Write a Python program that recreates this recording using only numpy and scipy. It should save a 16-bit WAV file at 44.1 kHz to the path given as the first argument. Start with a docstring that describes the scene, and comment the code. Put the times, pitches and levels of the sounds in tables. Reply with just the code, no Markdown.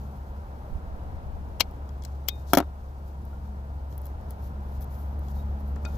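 """Outdoors beside an open engine bay: from the start a far engine drones as three wavering sines
over the filtered noise of traffic, while fingers and sleeves rustle as grains of friction.
Wind puffs as low noise on one port; then, close on the left, a steel hand tool cuts and strips thin wire:
noise bursts make its jaws crunch, snap and tick, decaying modes let the plastic housing knock
and the steel ring. Late on the pivot squeaks as a thin tone and the dragged tool jingles."""
import sys
import numpy as np
from scipy import signal
from scipy.fft import rfft, irfft, next_fast_len
from scipy.io import wavfile

SR = 44100
rng = np.random.default_rng(int(sys.argv[2]) if len(sys.argv) > 2 else 0)


def decibels_to_gain(level_db):
    """Convert a level in decibels to a linear amplitude gain (20 dB per decade)."""
    exponent = np.asarray(level_db, float) / 20
    return 10 ** exponent


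def store_wav(level_fs):
    """Save 16-bit WAV to argv[1]."""
    pcm = np.round(np.clip(np.atleast_2d(level_fs), -1, 1) * 32767)
    wavfile.write(sys.argv[1], SR, pcm.T.astype(np.int16))


N = 263277   # samples


def rms_one(x):
    """Scales a signal to a root mean square of 1."""
    return x / np.sqrt(np.mean(x ** 2) + 1e-20)


def in_time(rows):
    """Draws each column after the first as a line through time."""
    seconds, *columns = np.transpose(rows)
    return [np.interp(np.arange(N) / SR, seconds, column) for column in columns]


def coloured(x, points):
    """Shapes the spectrum by (Hz, dB) points, joined over log frequency."""
    size = next_fast_len(N)
    hz = np.maximum(np.arange(size // 2 + 1) * SR / size, 1)
    points_hz, points_db = np.transpose(points)
    gain_db = np.interp(np.log(hz), np.log(points_hz), points_db)
    return irfft(rfft(x, size) * decibels_to_gain(gain_db), size)[..., :N]


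def drift(rate_hz):
    """Slow chance of spread 1: noise through two equal poles, drawn at every 40th sample."""
    r = np.exp(-2 * np.pi * rate_hz * 40 / SR)
    noise = rng.standard_normal(N // 40 + 2002)
    slow = signal.lfilter([1], [1, -2 * r, r * r], noise)[2000:]   # skip the settling
    return np.interp(np.arange(N) / 40, np.arange(len(slow)), rms_one(slow))


def ring(push, hz, t60):
    """A damped resonance: a unit click sets a sine ringing that falls 60 dB in t60 seconds."""
    r, w = decibels_to_gain(-60 / (t60 * SR)), 2 * np.pi * hz / SR
    return signal.lfilter([0, np.sin(w)], [1, -2 * r * np.cos(w), r * r], push + 1e-18)


def band(x, low_hz, high_hz):
    """Keeps the band between two frequencies."""
    return signal.sosfilt(signal.butter(2, [low_hz, high_hz], "band", fs=SR, output="sos"), x)


# The far engine, heard nearly level in both ports. Each row: time in seconds, firing rate in Hz,
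# drone level in dB, third order level in dB, both before the waver.
ENGINE_COURSE = [(0, 69.58, -36, -55), (1.0, 68.8, -41.5, -59.5), (1.6, 68.76, -37.5, -56),
                 (2.3, 69.48, -33.5, -62.5), (2.8, 69, -37, -63.5), (3.5, 69.5, -33.5, -47.5),
                 (3.85, 69.4, -35, -64.5), (4.6, 69.1, -33.5, -48), (5.1, 70.13, -32.5, -54),
                 (5.3, 70.35, -29.5, -46.5), (5.97, 71.12, -31, -45.5)]


def engine():
    """Three firing orders as sines, the second swelling with the first; the air path makes each waver."""
    firing_hz, drone_db, third_db = in_time(ENGINE_COURSE)
    # the second order gains 1.9 dB per dB of drone
    second_db = -56 + 1.9 * (drone_db - drone_db.mean())
    phase = 2 * np.pi * np.cumsum(firing_hz) / SR
    drone = np.zeros(N)
    for order, level_db in enumerate([drone_db, second_db, third_db], start=1):
        waver = decibels_to_gain(.8 * drift(9))
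        turn = .2 * drift(6)   # radians of firing phase
        drone += np.sqrt(2) * decibels_to_gain(level_db) * waver * np.sin(order * (phase + turn))
    return drone * decibels_to_gain([[.4], [-.4]])


# Traffic wash, far off. Each row: time in seconds, level of the 300-1500 Hz band in dB before its drift.
WASH_LEVEL = [(0, -49.5), (.3, -50), (1.2, -49), (2.0, -50.5), (2.9, -53), (4.1, -50), (5.97, -47)]
# Colour of the road noise at the microphone. Each row: frequency in Hz, relative level in dB per Hz.
ROAD_COLOUR = [(12, -32.5), (20, -15.5), (48, -7), (76, -6.5), (92, -10), (118, -13.5), (168, -19),
               (367, -27), (718, -24.5), (947, -25.5), (1140, -33), (1340, -32.5), (2030, -45), (5000, -59),
               (6500, -66.5), (11000, -120)]
# Noise from one side. Each row: frequency in Hz, share of the traffic power (kept within 0.01 and 0.99).
ONE_SIDED_SHARE = [(25, 0.71), (60, 1), (300, 0.98), (700, 0.77), (1500, .6), (4000, 0.074)]


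def traffic():
    """Road noise: one part arrives from the right, reaching that port first, the rest from all around."""
    lag = 13.05   # samples by which the left port hears the road later
    one, left, right = rng.standard_normal((3, N))
    hz, share = np.transpose(ONE_SIDED_SHARE)
    share = np.clip(share, .01, .99)
    direct = coloured(one, np.c_[hz, 10 * np.log10(share)])
    around = coloured(np.array([left, right]), np.c_[hz, 10 * np.log10(1 - share)])
    lagged = np.interp(np.arange(N) - lag, np.arange(N), direct)
    wash = coloured(np.array([lagged, direct]) + around, ROAD_COLOUR)
    wash = wash / np.std(band(wash.mean(axis=0), 300, 1500))
    level_db = in_time(WASH_LEVEL)[0] + 0.49 * drift(0.97)
    return wash * decibels_to_gain(level_db) * decibels_to_gain([[.7], [-.7]])


# Microphone noise, at the ports themselves. Each row: frequency in Hz, relative level in dB per Hz.
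HISS_COLOUR = [(1500, -10.5), (4000, -2.5), (8000, -7), (12000, -6.5), (16000, -3)]


def hiss():
    """Each microphone port adds coloured noise of its own."""
    return decibels_to_gain(-67) * rms_one(coloured(rng.standard_normal((2, N)), HISS_COLOUR))


# Fingers and sleeves rubbing close to the left port. Each row: start in seconds, loudest in seconds,
# end in seconds, fine hiss in dB, coarse scuff in dB.
RUB_STROKES = [(-.3, 0, 0.5, -64, -66.5), (0.497, .62, .8, -70, -75), (2.002, 2.06, 2.33, -75, -66),
               (2.25, 2.401, 2.52, -65, -66), (2.461, 2.51, 2.55, -53, -50), (3.03, 3.08, 3.1, -67, -71.5),
               (3.201, 3.3, 3.38, -67.5, -72), (3.88, 3.927, 3.97, -61, -64), (4.02, 4.057, 4.11, -59, -63),
               (4.278, 4.31, 4.35, -60, -61), (4.366, 4.46, 4.53, -58, -63), (4.579, 4.76, 4.81, -61, -65),
               (4.799, 4.822, 4.84, -48.5, -57.5), (4.889, 4.93, 5.16, -56.5, -65.5),
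               (5.202, 5.3, 5.36, -58, -61.5), (5.323, 5.39, 5.44, -57, -60.5),
               (5.571, 5.6, 5.63, -60.5, -68), (5.64, 5.68, 5.73, -59, -68),
               (5.8, 5.936, 6.1, -58.5, -59.5)]


def rustle():
    """Dense tiny grains of friction, fine and coarse, in uneven clumps; strokes swell out of a faint rest."""
    t = np.arange(N) / SR
    power = np.ones(N) * decibels_to_gain([[-73.5], [-72.5]]) ** 2   # hands at rest: fine, coarse
    for start, loudest, end, fine_db, coarse_db in RUB_STROKES:
        swell = np.interp(t, np.sort([start, loudest, end]), [0, 1, 0])
        power = power + swell ** 1.5 * decibels_to_gain([[fine_db], [coarse_db]]) ** 2
    grain_db = 1.5 * rng.exponential(1, (2, N))
    clump_db = 2.0 * drift(30)
    grains = rng.standard_normal((2, N)) * decibels_to_gain(grain_db + clump_db)
    fine_colour = [(8000, -30), (10500, -7), (13000, 0), (15200, -2), (16200, -25)]   # Hz, dB
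    fine = rms_one(coloured(grains[0], fine_colour))
    coarse = rms_one(band(grains[1], 3500, 7100))
    return (np.array([fine, coarse]) * np.sqrt(power)).sum(axis=0)


# Puffs of wind at the microphone. Each row: time of the peak in seconds, length in seconds,
# level in dB, port (0 left, 1 right).
WIND_PUFFS = [(0.753, 0.064, -22.5, 1), (0.923, 0.15, -34.5, 1), (1.11, 0.14, -38, 0), (1.31, 0.52, -36, 0)]


def wind():
    """Each puff is lumpy rumble under a bell-shaped swell, on one port only."""
    out, t = np.zeros((2, N)), np.arange(N) / SR
    colour = [(8, -0.5), (22, 7.5), (45, -7.5), (250, -24.5), (500, -68.5)]   # Hz, dB
    rumble = rms_one(coloured(rng.standard_normal(N), colour))
    for peak, length, level_db, port in WIND_PUFFS:
        swell = np.exp(-((t - peak) / (0.56 * length)) ** 2)
        out[int(round(port))] += decibels_to_gain(level_db) * rumble * swell
    return out


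# Short modes of the tool's jaws. Each row: frequency in Hz, relative level in dB, time to fall 60 dB in seconds.
JAW_MODES = [(2250, 3, .016), (3350, 1, .018), (4237, -8, .012), (4818, -9, .012), (5663, -5, .008),
             (6600, -9, .008), (11300, -8, .005), (12900, -3, .005), (14400, -5, .004)]


def jaws(push, bright_db, best_hz):
    """The push rings short jaw modes, strongest near best_hz, with a broad crack between them."""
    low_modes, high_modes = 0, 0
    for hz, level_db, t60 in JAW_MODES:
        mode = decibels_to_gain(level_db + rng.normal(0, 1.5)) * ring(push, hz, t60)
        if hz < 9000:
            low_modes = low_modes + mode * decibels_to_gain(-20 * np.log2(hz / best_hz) ** 2)
        else:
            high_modes = high_modes + mode
    low_crack = band(band(push, best_hz / 1.8, best_hz * 1.6), best_hz / 1.8, 9700)
    treble_push = push * decibels_to_gain(-900 * np.arange(len(push)) / SR)   # treble dies sooner
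    high_crack = band(treble_push, 10740, 15900)
    low = low_modes / np.abs(low_modes).max() + 1.2 * low_crack / np.abs(low_crack).max()
    high = high_modes / np.abs(high_modes).max() + 2.4 * high_crack / np.abs(high_crack).max()
    return low + decibels_to_gain(bright_db) * high


# Blades biting into the wire, close by. Each row: start in seconds, end in seconds, strength in dB.
WIRE_BITES = [(1.598, 1.6065, -19), (2.279, 2.285, -32)]


def bites():
    """The blades crunch into the wire before it parts: noise growing by 12 dB drives the jaws."""
    out, t = np.zeros(N + 4096), np.arange(4096) / SR
    for start, end, strength_db in WIRE_BITES:
        length = end - start
        growth = decibels_to_gain(-12 * (length - t) / length) * (t < length)
        crunch = rng.standard_normal(4096) * growth
        at = round(start * SR)
        out[at:at + 4096] += decibels_to_gain(strength_db) * jaws(crunch, -9.5, 3500)
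    return out[:N]


# Hard contacts of jaws, wire and housing, close by. Each row: time in seconds, strength in dB,
# brightness in dB (before a common lift of 3 dB), best excited frequency in Hz.
HARD_CONTACTS = [(1.6064, -4, -7.5, 3147), (1.711, -53, 3, 5500), (1.891, -46.5, -11, 4400),
                 (2.0228, -39.5, -23, 5200), (2.037, -41, -9, 4800), (2.0498, -31, -9.5, 5500),
                 (2.2851, -14.5, -1.5, 3860), (2.5336, -11, 0.5, 3860), (2.550, -17, -4, 4300),
                 (2.5727, -13, -1.5, 3940), (2.584, -19, 1, 3900), (2.602, -28.5, -6, 4000),
                 (3.252, -58, 6, 5500), (3.926, -48, -6, 4200), (3.979, -46.5, 10, 5600),
                 (4.017, -55.5, 13, 4800), (4.056, -46.5, 6, 4980), (4.067, -48, 8, 5015),
                 (4.211, -52.5, -1, 5600), (4.307, -45, 8, 5020), (4.809, -53, 11, 5570),
                 (4.843, -48.5, 7.5, 5570), (5.192, -54, 7, 6050), (5.284, -45, -11, 4500),
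                 (5.760, -44.5, -12, 5200), (5.851, -32, -24.5, 5550)]


def ticks():
    """Each contact is a click with a dying chatter behind it, longer for harder blows, driving the jaws."""
    out, t = np.zeros(N + 4096), np.arange(4096) / SR
    for start, strength_db, bright_db, best_hz in HARD_CONTACTS:
        t60 = .03 + 0.0003 * strength_db
        chatter = rng.standard_normal(4096) * decibels_to_gain(-60 * t / t60 - 13.5)
        chatter[0] += 1
        at = round(start * SR)
        out[at:at + 4096] += decibels_to_gain(strength_db) * jaws(chatter, bright_db + 3.0, best_hz)
    return out[:N]


# Tool knocks on the housing, close by. Each row: time in seconds, strength in dB.
HOUSING_KNOCKS = [(1.6056, -34.5), (2.2838, -50), (2.534, -1.5), (2.550, -20), (2.5728, -2.5), (2.5841, -8),
                  (2.603, -14), (2.626, -30), (5.764, -33), (5.85, -28)]
# Modes of the plastic housing. 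Each row: frequency in Hz, relative level in dB, time to fall 60 dB in seconds.
HOUSING_MODES = [(200, -9, .06), (295, 5.5, .065), (375, -1, .055), (590, -4, .045), (690, -3, .04),
                 (775, -7, .035), (915, -4, .035), (1240, -6, .03), (1350, -1, .035)]


def knocks():
    """Each knock strikes every housing mode, unlike at each port, and rattles the shell broadly."""
    at, out = [round(s * SR) for s, _ in HOUSING_KNOCKS], np.zeros((2, N))
    blows = np.zeros(N)
    blows[at] = decibels_to_gain(np.array(HOUSING_KNOCKS)[:, 1])
    for hz, level_db, t60 in HOUSING_MODES:
        shared_db = rng.normal(0, 1.5, len(at))
        port_db = rng.normal(0, 1.5, (2, len(at)))
        clicks = np.zeros((2, N))
        clicks[:, at] = -blows[at] * decibels_to_gain(level_db + shared_db + port_db) / np.sqrt(len(HOUSING_MODES))
        out += ring(clicks, hz, t60)
    dying = signal.lfilter([1], [1, -decibels_to_gain(-60 / (0.044 * SR))], blows + 1e-18)   # 60 dB in 0.044 s
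    rattle = band(dying * rng.standard_normal((2, N)), 160, 1420)
    out = out + decibels_to_gain(6.5) * (0.2 * rattle + 0.38 * rattle[0])   # the second part is common to both ports
    # the small shell radiates little below 210 Hz
    return signal.sosfilt(signal.butter(2, 210, "high", fs=SR, output="sos"), out)


def bay(x):
    """A scatter of short dull echoes off the engine bay, other ones per side."""
    t = np.arange(4096) / SR
    tail = rng.standard_normal((2, 4096)) * decibels_to_gain(-60 * t / 0.049 - 37.5) * (t > .002)
    return band(signal.fftconvolve(x[None], tail, axes=1)[:, :N], 150, 7000)


# Blows that leave the steel ringing, close by. Each row: time in seconds, strength in dB,
# best excited frequency in Hz, share of the free ring time left by the grip.
STEEL_BLOWS = [(2.288, -29, 3350, 1), (2.586, -46, 3750, 0.87), (3.33, -48.5, 1400, 0.94),
               (5.851, -32.5, 2500, 0.4), (5.854, -28, 4900, 0.4), (5.862, -34.5, 1400, 0.67)]
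# Modes of the free steel. Each row: frequency in Hz, relative level in dB, time to fall 60 dB in seconds.
STEEL_MODES = [(1400, 0, .13), (2480, -3, .25), (3682, 0, .22), (3876, -4, .09), (4470, -10, .1),
               (4640, -10, .09), (5640, -12, .12), (6600, -12, .1)]


def steel():
    """Where the blow lands decides which modes sing: strength falls with octaves from the best excited one."""
    out = np.zeros(N)
    click = np.eye(1, 16384)[0]
    for start, blow_db, best_hz, free in STEEL_BLOWS:
        at = round(start * SR)
        for hz, level_db, t60 in STEEL_MODES:
            gain = decibels_to_gain(blow_db + level_db - 39 * abs(np.log2(hz / best_hz)))
            tone = ring(click, hz, t60 * np.clip(free, .1, 1))
            out[at:at + len(click)] += gain * tone[:N - at]
    return out


def squeak():
    """The pivot rubs: a thin tone that throbs as the joint slips."""
    start, end = 5.362, 5.432   # s
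    hz, level_db = 3790, -62
    t = np.arange(N) / SR
    fade = np.clip(np.minimum(t - start, end - t) / .006, 0, 1)
    throb = decibels_to_gain(level_db + 3 * drift(25))
    return fade * throb * np.sin(2 * np.pi * hz * t)


def slide():
    """The tool is dragged: uneven small bumps keep the held steel jingling, its upper modes most."""
    start, level_db, bumps_per_s = 5.885, -65, 400
    happens = rng.random(N) < bumps_per_s / SR
    bumps = happens * rng.standard_normal(N) * (np.arange(N) > start * SR)
    jingle = np.zeros(N)
    for hz, _, t60 in STEEL_MODES:
        jingle += hz / STEEL_MODES[-1][0] * ring(bumps, hz, t60 / 9)   # the hold shortens the ring
    return decibels_to_gain(level_db) * jingle


# Dip in the microphone housing. Each row: frequency in Hz, gain in dB.
PORT_DIP = [(7900, 0), (8800, -13), (9800, 0)]
# Right port for a source close on the left. Each row: frequency in Hz, gain in dB.
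BODY_SHADOW = [(300, -4.5), (700, 2), (1300, -2.5), (2400, -10.5), (4400, -19.5), (8000, -21), (15000, -32)]


def scene():
    """Hands and tool close on the left, with the road, engine and wind added around them."""
    tool = bites() + ticks() + steel() + squeak() + slide()
    blows = coloured(tool, PORT_DIP) + knocks()
    near = blows + rustle() + bay(blows[0])
    hands = np.array([near[0], coloured(near[1], BODY_SHADOW)])   # the camera body shades the right port
    return hands + traffic() + engine() + wind()


def roll_off(x):
    """The treble ends steeply here."""
    return signal.sosfilt(signal.butter(12, 16690, fs=SR, output="sos"), x)


def record(dry):
    """The ports add their hiss, peaks are rounded and the top is cut."""
    rounded = 1.12 * np.tanh((dry + hiss()) / 1.265)
    top_cut = signal.cheby2(10, 60, 16600, fs=SR, output="sos")
    mix = signal.sosfilt(top_cut, rounded)
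    return roll_off(mix)


dry = scene()
out = record(dry)
store_wav(out)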